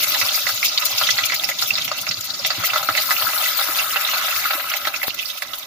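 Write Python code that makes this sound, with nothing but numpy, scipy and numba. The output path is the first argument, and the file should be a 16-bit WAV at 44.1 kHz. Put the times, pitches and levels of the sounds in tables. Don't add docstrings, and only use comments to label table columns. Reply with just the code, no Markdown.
import sys
import numpy as np
from scipy import signal
from scipy.fft import rfft, irfft, next_fast_len
from scipy.io import wavfile
from scipy.ndimage import uniform_filter1d, map_coordinates
from numba import njit

SR = 44100
rng = np.random.default_rng(int(sys.argv[2]) if len(sys.argv) > 2 else 0)


def voltage_ratio(decibels):
    exponent = np.asarray(decibels, float) / 20
    return 10 ** exponent


def log_audio(samples):
    frames = np.atleast_2d(samples).T
    limited = np.clip(frames, -1, 1)
    pcm = np.round(limited * 32767).astype(np.int16)
    wavfile.write(sys.argv[1], SR, pcm)


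N = 249606
TIME = np.arange(N) / SR
PADDED = next_fast_len(N + 4096, True)
HZ = np.maximum(np.arange(PADDED // 2 + 1) * SR / PADDED, 1)
FIZZ_PAN_DB = -0.5


def through(x, response):
    return irfft(rfft(x, PADDED) * response, PADDED)[..., :N]


def colour(x, points):
    hz, db = np.transpose(points)
    y = through(x, voltage_ratio(np.interp(np.log(HZ), np.log(hz), db, -90, -90)))
    return y / np.sqrt(np.mean(y ** 2))


def walk(rate):
    hold = int(SR / rate)
    held = np.repeat(rng.standard_normal(N // hold + 1), hold)
    return 1.3 * uniform_filter1d(uniform_filter1d(held, hold), hold)[:N]


def step(s, takes_s):
    return np.clip((TIME - s) / takes_s + .5, 0, 1)


def bumps(s, length_ms, db, rise=1.0):
    coarse = TIME[::64]
    u = (coarse[:, None] - s) / (length_ms / 2350)
    bells = np.exp(-.5 * np.where(u < 0, u / rise, u) ** 2)
    return np.interp(TIME, coarse, (voltage_ratio(2 * db) * bells).sum(axis=1))


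@njit
def ring(start, hz, cycles, size, glide):
    out = np.zeros(N)
    for k in range(len(start)):
        first = int(start[k]) + 1
        tau = cycles[k] * SR / hz[k] / 5
        for i in range(max(first, 0), min(N, first + int(8 * tau))):
            u = (i - start[k]) / tau
            swell = u * np.exp(1 - u)
            out[i] += size[k] * swell * np.sin(2 * np.pi * cycles[k] / 5 * u * (1 + glide * u / 8))
    return out


def bubbles(s, hz, cycles, db, pan_db, spread, glide=0.072):
    lag = 3.44 + spread * rng.standard_normal(len(s))
    one = np.ones(len(s))
    ports = []
    for side in (1, -1):
        size = voltage_ratio(db + side * pan_db / 2) * one
        ports.append(ring(s * SR + side * lag / 2, hz * one, cycles * one, size, glide))
    return np.array(ports)


# t/s, lean towards the small ones/dB per octave
SIZE_MIX = [(0, 2), (0.5, 9), (0.7, 4.5), (1.1, 5), (1.5, 6.9), (1.9, 3), (2.15, 7.5), (2.4, 13), (2.5, 1),
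            (3, 1.5), (3.6, 2), (4.2, -0.5), (4.7, -3), (5.1, 2.6), (5.66, 6)]


def carpet(points, cycles, scatter_db, spread, patchy_db, lean, count, size):
    moment, pitch, strength, place = np.repeat(rng.random((count, 4)), size, axis=0).T
    z = rng.standard_normal((count * size, 4)).T
    lowest, highest = points[0][0], points[-1][0]
    hz = lowest * (highest / lowest) ** pitch * np.exp(.5 / cycles * z[0])
    s = moment * N / SR - .008 + .011 * np.abs(z[2])
    where = [28 * s + 1, 2.55 * np.log2(hz / 200)]
    patches = map_coordinates(rng.standard_normal((400, 40)), where, order=1, mode="mirror")
    octaves = np.log2(np.clip(hz, 2100, 4500) / 4200)
    lean_db = lean * np.interp(s, *np.transpose(SIZE_MIX)) * octaves
    db = -scatter_db * np.log(strength) + 2.53 * z[1] + 10 * np.log10(hz) + patchy_db * patches + lean_db
    rain = bubbles(s, hz, cycles * np.exp(0.37 * z[3]), db, 4.9 * (place - .5), spread)
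    return colour(rain, points)


# t/s, vigour level/dB, wetness of the pieces as steam over fizz/dB
VIGOUR = [(0.0, -23.5, 2), (0.3, -23.5, -3.5), (0.6, -26.5, -4.5), (0.89, -26, -6), (1.19, -24, -6.5),
          (1.49, -29.5, -6.5), (1.79, -29.5, -7), (2.09, -33, -4.5), (2.38, -30.5, -9), (2.68, -28, -1.5),
          (2.98, -31, 4), (3.4, -24, 3.5), (3.87, -30, 4.5), (4.17, -25.5, -2.5), (4.47, -29.5, 3),
          (4.9, -34, 0.5), (5.36, -37.5, 2.5), (5.66, -39.5, 1)]


def control(column):
    table = np.array(VIGOUR)
    return np.interp(TIME, table[:, 0], table[:, column])


# f/Hz, level/dB per Hz
KITCHEN_COLOUR = [(15, -52), (25, -21.5), (105, -0.5), (193, -4), (290, 0.5), (383, -3), (458, -7),
                  (520, -14), (680, 3.5), (1140, -120)]


def kitchen():
    mid, side = (colour(rng.standard_normal(N), KITCHEN_COLOUR) * voltage_ratio(2.8 * walk(18)) for _ in range(2))
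    stir_db = 0.31 * (control(column=1) + 29)
    return voltage_ratio(-53.5 + stir_db) * (mid + 0.33 * side * np.array([[1], [-1]]))


# t/s, level/dB
ROCKS = [(0.082, -43), (0.238, -41), (0.547, -42), (0.593, -52), (0.945, -40), (1.032, -45), (1.139, -37.5),
         (1.234, -42), (1.357, -56), (1.498, -45), (1.65, -44), (1.734, -39), (1.869, -43), (2.021, -42.5),
         (2.1, -36.5), (2.19, -40), (2.429, -44), (2.594, -34), (2.736, -40), (2.91, -37), (3.245, -42),
         (3.69, -52), (4.373, -46), (5.084, -51)]


def thuds():
    thud_ms, tremble_db, from_s, until_s = 41.4, -57.5, 1, 3.0
    s, db = np.transpose(ROCKS)
    z = rng.standard_normal((len(s), 2)).T
    hz = 113 * np.exp(0.04 * walk(30))
    hum = np.sin(2 * np.pi * np.cumsum(hz) / SR) * voltage_ratio(2.5 * walk(60))
    starts = step(from_s, .1)
    tremble = starts * (1 - step(until_s, 0.25)) * voltage_ratio(2 * (tremble_db + 3.0 * walk(24.46)))
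    low = hum * np.sqrt(tremble + bumps(s, 0.49 * thud_ms, db - 2.5))
    rattle_level = voltage_ratio(tremble_db + 1.0) * starts * (1 - step(until_s + 0.47, 0.34))
    rattle = carpet([(130, 2), (190, 1), (330, -6)], 9.3, 1.6, 3.0, 0, 0, count=260, size=1)
    partial_hz = 230 * np.exp(0.365 * z[0])
    partial_db = db - 6.5 + 2.2 * z[1]
    partial = bubbles(s - thud_ms / 3000, partial_hz, 13.5, partial_db, -0.94, 5.0, glide=-0.17)
    return low + rattle_level * rattle + partial


# t/s, peak level/dB, f/Hz
LANDINGS = [
    (0.12, -36, 300),
    (2.58, -31, 290),
    (2.888, -30, 288),
    (3.279, -38, 300),
    (3.689, -32.5, 316),
    (4.55, -34.5, 310),
    (4.87, -35.5, 328),
]


def splats():
    s, db, hz = np.transpose(LANDINGS)
    return bubbles(s, hz, 5.0, db, 0, 1.5)


# t/s, peak level/dB, width/ms
OIL_DROP = (5.082, -1.3, 0.064)


def oil_drop():
    s, db, width_ms = OIL_DROP
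    push = -voltage_ratio(db) * np.exp(-.5 * ((TIME - s) / width_ms * 1000) ** 2)
    left = signal.lfilter(*signal.butter(1, 70, "high", fs=SR), push)
    return left * np.array([[1], [0]])


# f/Hz, width/Hz, level/dB
POT_MODES = [(613, 206, 9.5), (693, 25, -10.5), (768, 173, 7.5), (1247, 184, 4.5), (889, 217, -10),
             (1137, 180, -4.5), (1390, 75, 1), (1974, 157, 8.5), (2690, 130, 5.5), (4200, 50, 2.5),
             (4650, 41, -1.5)]


def pot(x):
    cut_hz, t60_s, tail_db = 484, 0.056, -4
    modes = 1
    for f, width, db in POT_MODES:
        spring = f ** 2 - HZ ** 2
        loss = 1j * HZ * width
        modes = modes * (spring + loss * voltage_ratio(db / 2)) / (spring + loss / voltage_ratio(db / 2))
    cut = signal.freqs(*signal.butter(5, cut_hz, "high", analog=True), HZ)[1]
    noise = rng.standard_normal((2, 4096))
    shared = signal.sosfilt(signal.butter(2, 1600, fs=SR, output="sos"), noise[0] - noise)
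    tail = (noise + shared) * np.exp(-np.log(1000) * TIME[:4096] / t60_s)
    tail = voltage_ratio(tail_db) * tail / np.sqrt((tail ** 2).sum(axis=1, keepdims=True))
    return through(x, modes * cut * (1 + rfft(tail, PADDED)))


# f/Hz, level/dB per Hz
FOAM_COLOUR = [(1050, -14), (1250, -4), (1600, -6), (1950, -9.5)]
# f/Hz, level/dB per Hz
BLIP_COLOUR = [(1900, -7.5), (2800, -4), (4200, 8), (6500, -4)]


def froth():
    builds, sinks = step(3.36, 1.7), step(4.74, 0.49)
    foam = builds * (1 - sinks) * voltage_ratio(-33 + 0.65 * walk(30))
    blips = voltage_ratio(control(column=1) - 7)
    return (foam * carpet(FOAM_COLOUR, 7.0, 1.5, 3.0, 1.0, 0, count=2500, size=2)
            + blips * carpet(BLIP_COLOUR, 18.6, 2.7, 4.7, 0.83, 1.5, count=500, size=3))


# t/s, peak level/dB, f/Hz, left
# minus right/dB
TICKS = [(0.1216, -15, 5230, -4), (0.197, -8, 5270, -0.5), (0.2144, -12, 4330, 0.0),
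         (0.2846, -6, 3220, 0.5), (0.347, -9, 4620, -4), (0.595, -18, 4020, -1.5),
         (0.6285, -8.5, 2230, 1), (0.6827, -5, 4630, -5), (0.7292, -16, 4910, -1.5),
         (0.7771, -1.5, 4300, -1.5), (0.8579, -24, 4300, 0.5), (0.9597, -16, 3730, -1.5),
         (0.9792, -16, 5400, 0), (1.0124, -9, 4190, -6), (1.035, -5.5, 3420, 4),
         (1.0705, -4, 3800, 0), (1.1755, -5, 4450, -5), (1.2357, -11, 2700, 0),
         (1.297, -12.5, 1970, 3), (1.3356, -12.5, 2130, 1), (1.3957, -8, 3440, 0.5),
         (1.4433, -5, 4900, -10), (1.513, -14.5, 2000, -1.0), (1.5932, -10, 3830, -8),
         (1.623, -6, 4630, -2.5), (1.6581, -13, 3500, -4), (1.705, -6.5, 2490, -4),
         (1.7363, -6.5, 4370, -6), (1.753, -4, 4220, 0), (1.8138, -11, 3400, -1),
         (1.9155, -12, 4250, 6), (1.9854, -18, 2780, -9), (2.09, -7, 5030, -8), (2.112, -16, 4100, 0),
         (2.142, -12.5, 4100, -5), (2.208, -20, 4360, -2.5), (2.242, -19, 4760, -1.5),
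         (2.3015, -9, 3890, 3), (2.3387, -13, 4790, -1.5), (2.393, -12, 5100, 0.5),
         (2.4478, -7.5, 3430, 3), (2.5043, -4.5, 4330, -7), (2.5513, -21, 2780, -7),
         (2.6424, -14.5, 2060, -8), (2.7013, -11, 2570, -5), (2.7372, -11.5, 3900, -1),
                  (2.7801, -10, 3350, -3), (2.9228, -13, 4370, -1.0), (3.164, -12, 2570, -4),
                  (3.1914, -16, 2820, -4), (3.222, -14, 2870, 0), (3.3303, -18, 2690, -6),
                  (3.378, -11, 4280, -9), (3.4371, -16.5, 2690, -5), (3.4575, -16, 1980, -4),
                  (3.592, -12.5, 3630, -2.5), (3.7479, -12.5, 3250, -1.5), (3.7804, -14, 4100, -5),
                  (3.7948, -11.5, 2720, -9), (3.905, -18, 2820, -6), (3.964, -13, 2700, -9),
                  (4.048, -7.5, 3560, -3), (4.0831, -22, 1950, -8), (4.1789, -13, 4300, -5),
                  (4.3226, -22, 1970, -1.5), (4.6883, -21.5, 2620, -4), (4.7157, -12.5, 2920, -3.5),
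                  (4.8714, -12.5, 3360, -1), (4.9402, -15, 2300, -9), (4.9646, -16, 5600, 1),
                  (5.0145, -19.5, 2060, -2), (5.0967, -15.5, 4200, -16), (5.104, -18, 2690, -11),
                  (5.1803, -30, 2540, -9), (5.1911, -14, 2840, -9), (5.2272, -20, 2500, -10),
                  (5.2565, -13, 4570, -13), (5.302, -17.5, 3380, -14), (5.5348, -12.5, 3580, -7),
                  (5.626, -20, 3500, -4.5)]


def ticks(count=3):
    s, db, hz, pan_db = np.transpose(TICKS)
    first = bubbles(s, hz, 11.4, db - 6.5, 1.5 * pan_db, 1.83)
    s, db, hz, pan_db = np.repeat([s, db, hz, pan_db], count, axis=1)
    u = rng.random((len(s), 2)).T
    late = 0.001208 - 0.0027 * np.log(u[0])
    return first + bubbles(s + late, hz * np.exp(0.25 * (u[1] - .5)), 11.0, db - 7.0, 0.8 * pan_db, 3.1)


# t/s, peak level/dB, f/Hz
MIDDLE_POPS = [(0.376, -18.5, 1370), (0.492, -14, 1520), (1.013, -10.5, 1190), (1.623, -14.5, 1370),
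               (1.915, -13, 1120), (2.504, -11.5, 1505), (2.637, -14.5, 1350), (2.734, -9.5, 1420),
               (2.759, -8.5, 1200), (2.829, -16, 1230), (2.888, -6, 1340), (3.108, -3, 1640),
               (3.222, -14, 1200), (3.334, -15.5, 1240), (3.591, -14, 1260), (3.612, -15.5, 1250),
               (3.686, -14.5, 1310), (3.96, -8.5, 1310), (4.135, -13, 1130), (4.282, -15, 1430),
               (4.457, -14, 1460), (4.507, -10, 1500), (4.534, -13, 1370), (4.598, -15.5, 1570),
               (4.718, -19, 1390), (4.872, -9, 1310), (4.94, -18.5, 1460), (5.534, -23, 1280)]
# t/s, peak level/dB, f/Hz
RIGHT_WALL_POPS = [(0.146, -15.5, 1770), (0.214, -10, 2290), (0.468, -12, 1860), (0.629, -14.5, 2260),
                   (0.823, -13, 2500), (1.089, -11.5, 1880), (1.186, -10.5, 1870), (1.3, -21, 1900),
                   (1.321, -12.5, 2230), (1.437, -14.5, 2540), (1.49, -15.5, 2080), (1.707, -22, 2400),
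                   (1.783, -16.5, 2500), (1.879, -17, 2500), (2.068, -14.5, 2300), (2.111, -18, 2400),
                   (2.449, -13.5, 2300), (2.951, -12.5, 2190), (2.976, -12, 2060), (4.362, -16, 2250),
                   (4.738, -12, 2130), (4.852, -16, 1970), (5.031, -12.5, 2000), (5.422, -15.5, 1960)]


def all_pops():
    middle = [row + (-1,) for row in MIDDLE_POPS]
    wall = [row + (-13.5,) for row in RIGHT_WALL_POPS]
    return np.array(middle + wall, float).T


def pops(count=5):
    s, db, hz, pan_db = all_pops()
    pan_db = pan_db - 0.5 * rng.standard_normal(len(s))
    burst = bubbles(s, hz, 3.55, db - 0.5, pan_db, 1.3)
    crack = bubbles(s, 2.36 * hz, 4.3, db - 8, pan_db, 2.6)
    s, db, hz, pan_db = np.repeat([s, db, hz, pan_db], count, axis=1)
    u = rng.random((len(s), 3)).T
    late = .001 - .007 * np.log(u[0])
    after_hz = hz * np.exp(0.41 * (u[1] - .45))
    after_db = db - 5.5 - 7.6 * u[2] - 250 * late
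    return burst + crack + bubbles(s + late, after_hz, 2.74, after_db, pan_db, 6.0)


# t/s, level/dB, length/ms, f/Hz
FREE_SWARMS = [(0.041, -32, 23, 6140), (0.123, -17, 16, 4600), (0.351, -17, 18, 4900),
               (0.516, -24, 65, 4200), (0.654, -12.5, 36, 5300), (0.78, -12, 14, 4100),
               (0.983, -12, 14, 5500), (1.073, -15.5, 14.4, 3520), (1.11, -12, 16, 5120),
               (1.239, -18, 14.6, 3240), (1.362, -20, 14, 4500), (1.595, -20, 19.6, 3790),
               (1.625, -15.5, 24, 4650), (1.781, -17.5, 19, 3850), (1.824, -19, 14, 3930),
               (1.99, -26.5, 25, 3300), (2.088, -23, 23, 5030), (2.115, -19, 14.4, 3640),
               (2.175, -23.5, 16, 4100), (2.308, -30, 15.5, 3860), (2.35, -22.5, 18, 4500),
               (2.453, -22.5, 40, 3800), (2.702, -21.5, 18.2, 2850), (2.985, -17, 47, 4140),
               (3.795, -19, 30, 2970), (4.967, -22.5, 24, 4800), (5.097, -27, 33, 4400),
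               (5.197, -23.5, 31, 3200), (5.258, -31, 24, 4530), (5.306, -30, 58, 3400)]


def all_swarms():
    s, db = all_pops()[:2]
    one = np.ones(len(s))
    freed = [s + .006, -23 + 0.49 * (db + 10), 22 * one, 4100 * one]
    return np.hstack([np.transpose(FREE_SWARMS), freed])


def swarms(count=24):
    s, db, length_ms, hz = np.repeat(all_swarms(), count, axis=1)
    z = rng.standard_normal((len(s), 4)).T
    size_db = db + 10 * np.log10(length_ms / 20) - 5.0 + 2.2 * z[2]
    late = (.45 * np.abs(z[0]) - .3) * length_ms / 1000
    cycles = 5.3 * np.exp(0.73 * z[3])
    return bubbles(s + late, hz * np.exp(0.077 * z[1]), cycles, size_db, FIZZ_PAN_DB, 4.96)


# f/Hz, level/dB per Hz
BOIL_COLOUR = [(450, -16.5), (700, -10), (1000, -1), (1400, 2), (2000, -3.5), (3000, -11.5)]
# f/Hz, level/dB per Hz
FIZZ_COLOUR = [(2000, -3), (2800, -2.5), (4300, 0.5), (5500, -1), (6900, -1.5), (8000, -19), (10000, -14.5)]
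# f/Hz, level/dB per Hz
STEAM_COLOUR = [(7000, -11), (8400, -17), (10300, -8.5), (11800, -9), (13200, -2), (15000, 1.5),
                (16000, -14.5)]
# t/s, level/dB, length/ms
JETS = [(0.037, -17.5, 20), (0.369, -24, 90), (0.492, -23.5, 62), (0.655, -20.5, 25), (0.803, -26, 21),
        (0.859, -17.5, 16), (0.995, -26, 79), (1.037, -26.5, 46), (1.105, -26.5, 30), (1.259, -18, 14),
        (1.348, -21, 14), (1.441, -26.5, 27), (1.495, -23.5, 27), (1.623, -28, 57), (1.684, -26, 45),
        (1.852, -24.5, 16), (2.016, -25.5, 24), (2.21, -25, 10), (2.254, -26.5, 25), (2.469, -21, 16),
        (2.66, -22, 36), (3.772, -23.5, 22), (4.354, -31, 83), (4.701, -24, 12), (4.77, -24.5, 19),
        (4.876, -28.5, 28), (5.078, -25, 21), (5.147, -27, 8.3), (5.425, -25, 10), (5.55, -32.5, 30),
        (0.2, -26, 34), (0.27, -24, 33), (0.55, -27, 27), (0.91, -30, 35), (1.775, -35, 20),
              (1.98, -30, 20), (2.6, -36, 18), (2.78, -26, 23), (2.975, -32, 30), (3.02, -24.5, 25),
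              (3.12, -24, 54), (3.185, -28, 26), (3.47, -27, 25), (3.58, -27, 28), (3.635, -25, 28),
              (3.72, -33, 19), (3.83, -30.5, 24), (3.865, -31.5, 17), (4.015, -25, 23), (4.181, -31, 30),
              (4.26, -32, 30), (4.31, -29, 22), (4.4, -28, 23), (4.55, -30, 26), (4.94, -33, 22),
              (4.965, -32, 18), (5.035, -27, 25), (5.222, -34, 20), (5.29, -32, 45), (5.38, -30.5, 23),
              (5.468, -42, 22), (5.59, -31, 20)]


def frying():
    fizz_db = control(column=1)
    boil_db = fizz_db - 11 + 5.5 * step(2.47, 0.14)
    steam_db = fizz_db + control(column=2)
    shade_db = -5.5 * step(5.15, .2)
    side = np.array([[.5], [-.5]])
    fizz_pan = voltage_ratio(side * (FIZZ_PAN_DB + shade_db))
    steam_pan = voltage_ratio(side * (6.5 + shade_db))

    s, db = all_pops()[:2]
    boil = voltage_ratio(2 * (boil_db - 0.5 + 1.6 * walk(24.07)))
    boil += bumps(s + 0.00074, 22, db - 18.0, rise=0.11)

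    s, db, length_ms = all_swarms()[:3]
    fizz = voltage_ratio(2 * (fizz_db - 0.65 + 0.96 * walk(30)))
    fizz += bumps(s - length_ms / 5000, 0.71 * length_ms, db - 4.0, rise=0.38)

    s, db, length_ms = np.transpose(JETS)
    fizz += bumps(s, 0.66 * length_ms, db - 1.5)
    steam = voltage_ratio(2 * (steam_db - 3.5 + 1.46 * walk(30)))
    steam += bumps(s, 0.57 * length_ms, db - .3)

    low = carpet(BOIL_COLOUR, 5.35, 1.9, 5.9, 1.04, 0, count=4200, size=4)
    middle = carpet(FIZZ_COLOUR, 9.8, 1.12, 8.26, 1.8, 1.02, count=9000, size=3)
    high = carpet(STEAM_COLOUR, 44.0, 0.34, 11.67, 1.9, 0, count=18000, size=2)
    return (np.sqrt(boil) * fizz_pan * low
            + np.sqrt(fizz) * fizz_pan * middle
            + np.sqrt(steam) * steam_pan * high)


def scene():
    oil = frying() + swarms() + ticks() + pops() + froth()
    return pot(voltage_ratio(-1.0) * oil) + thuds() + splats() + oil_drop() + kitchen()


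def roll_off(x):
    return signal.sosfilt(signal.butter(12, 16760, fs=SR, output="sos"), x)


def record(dry):
    rounded = np.tanh(0.8 * dry) / 0.8
    mix = through(rounded, HZ < 15500)
    return roll_off(mix)


dry = scene()
out = record(dry)
log_audio(out)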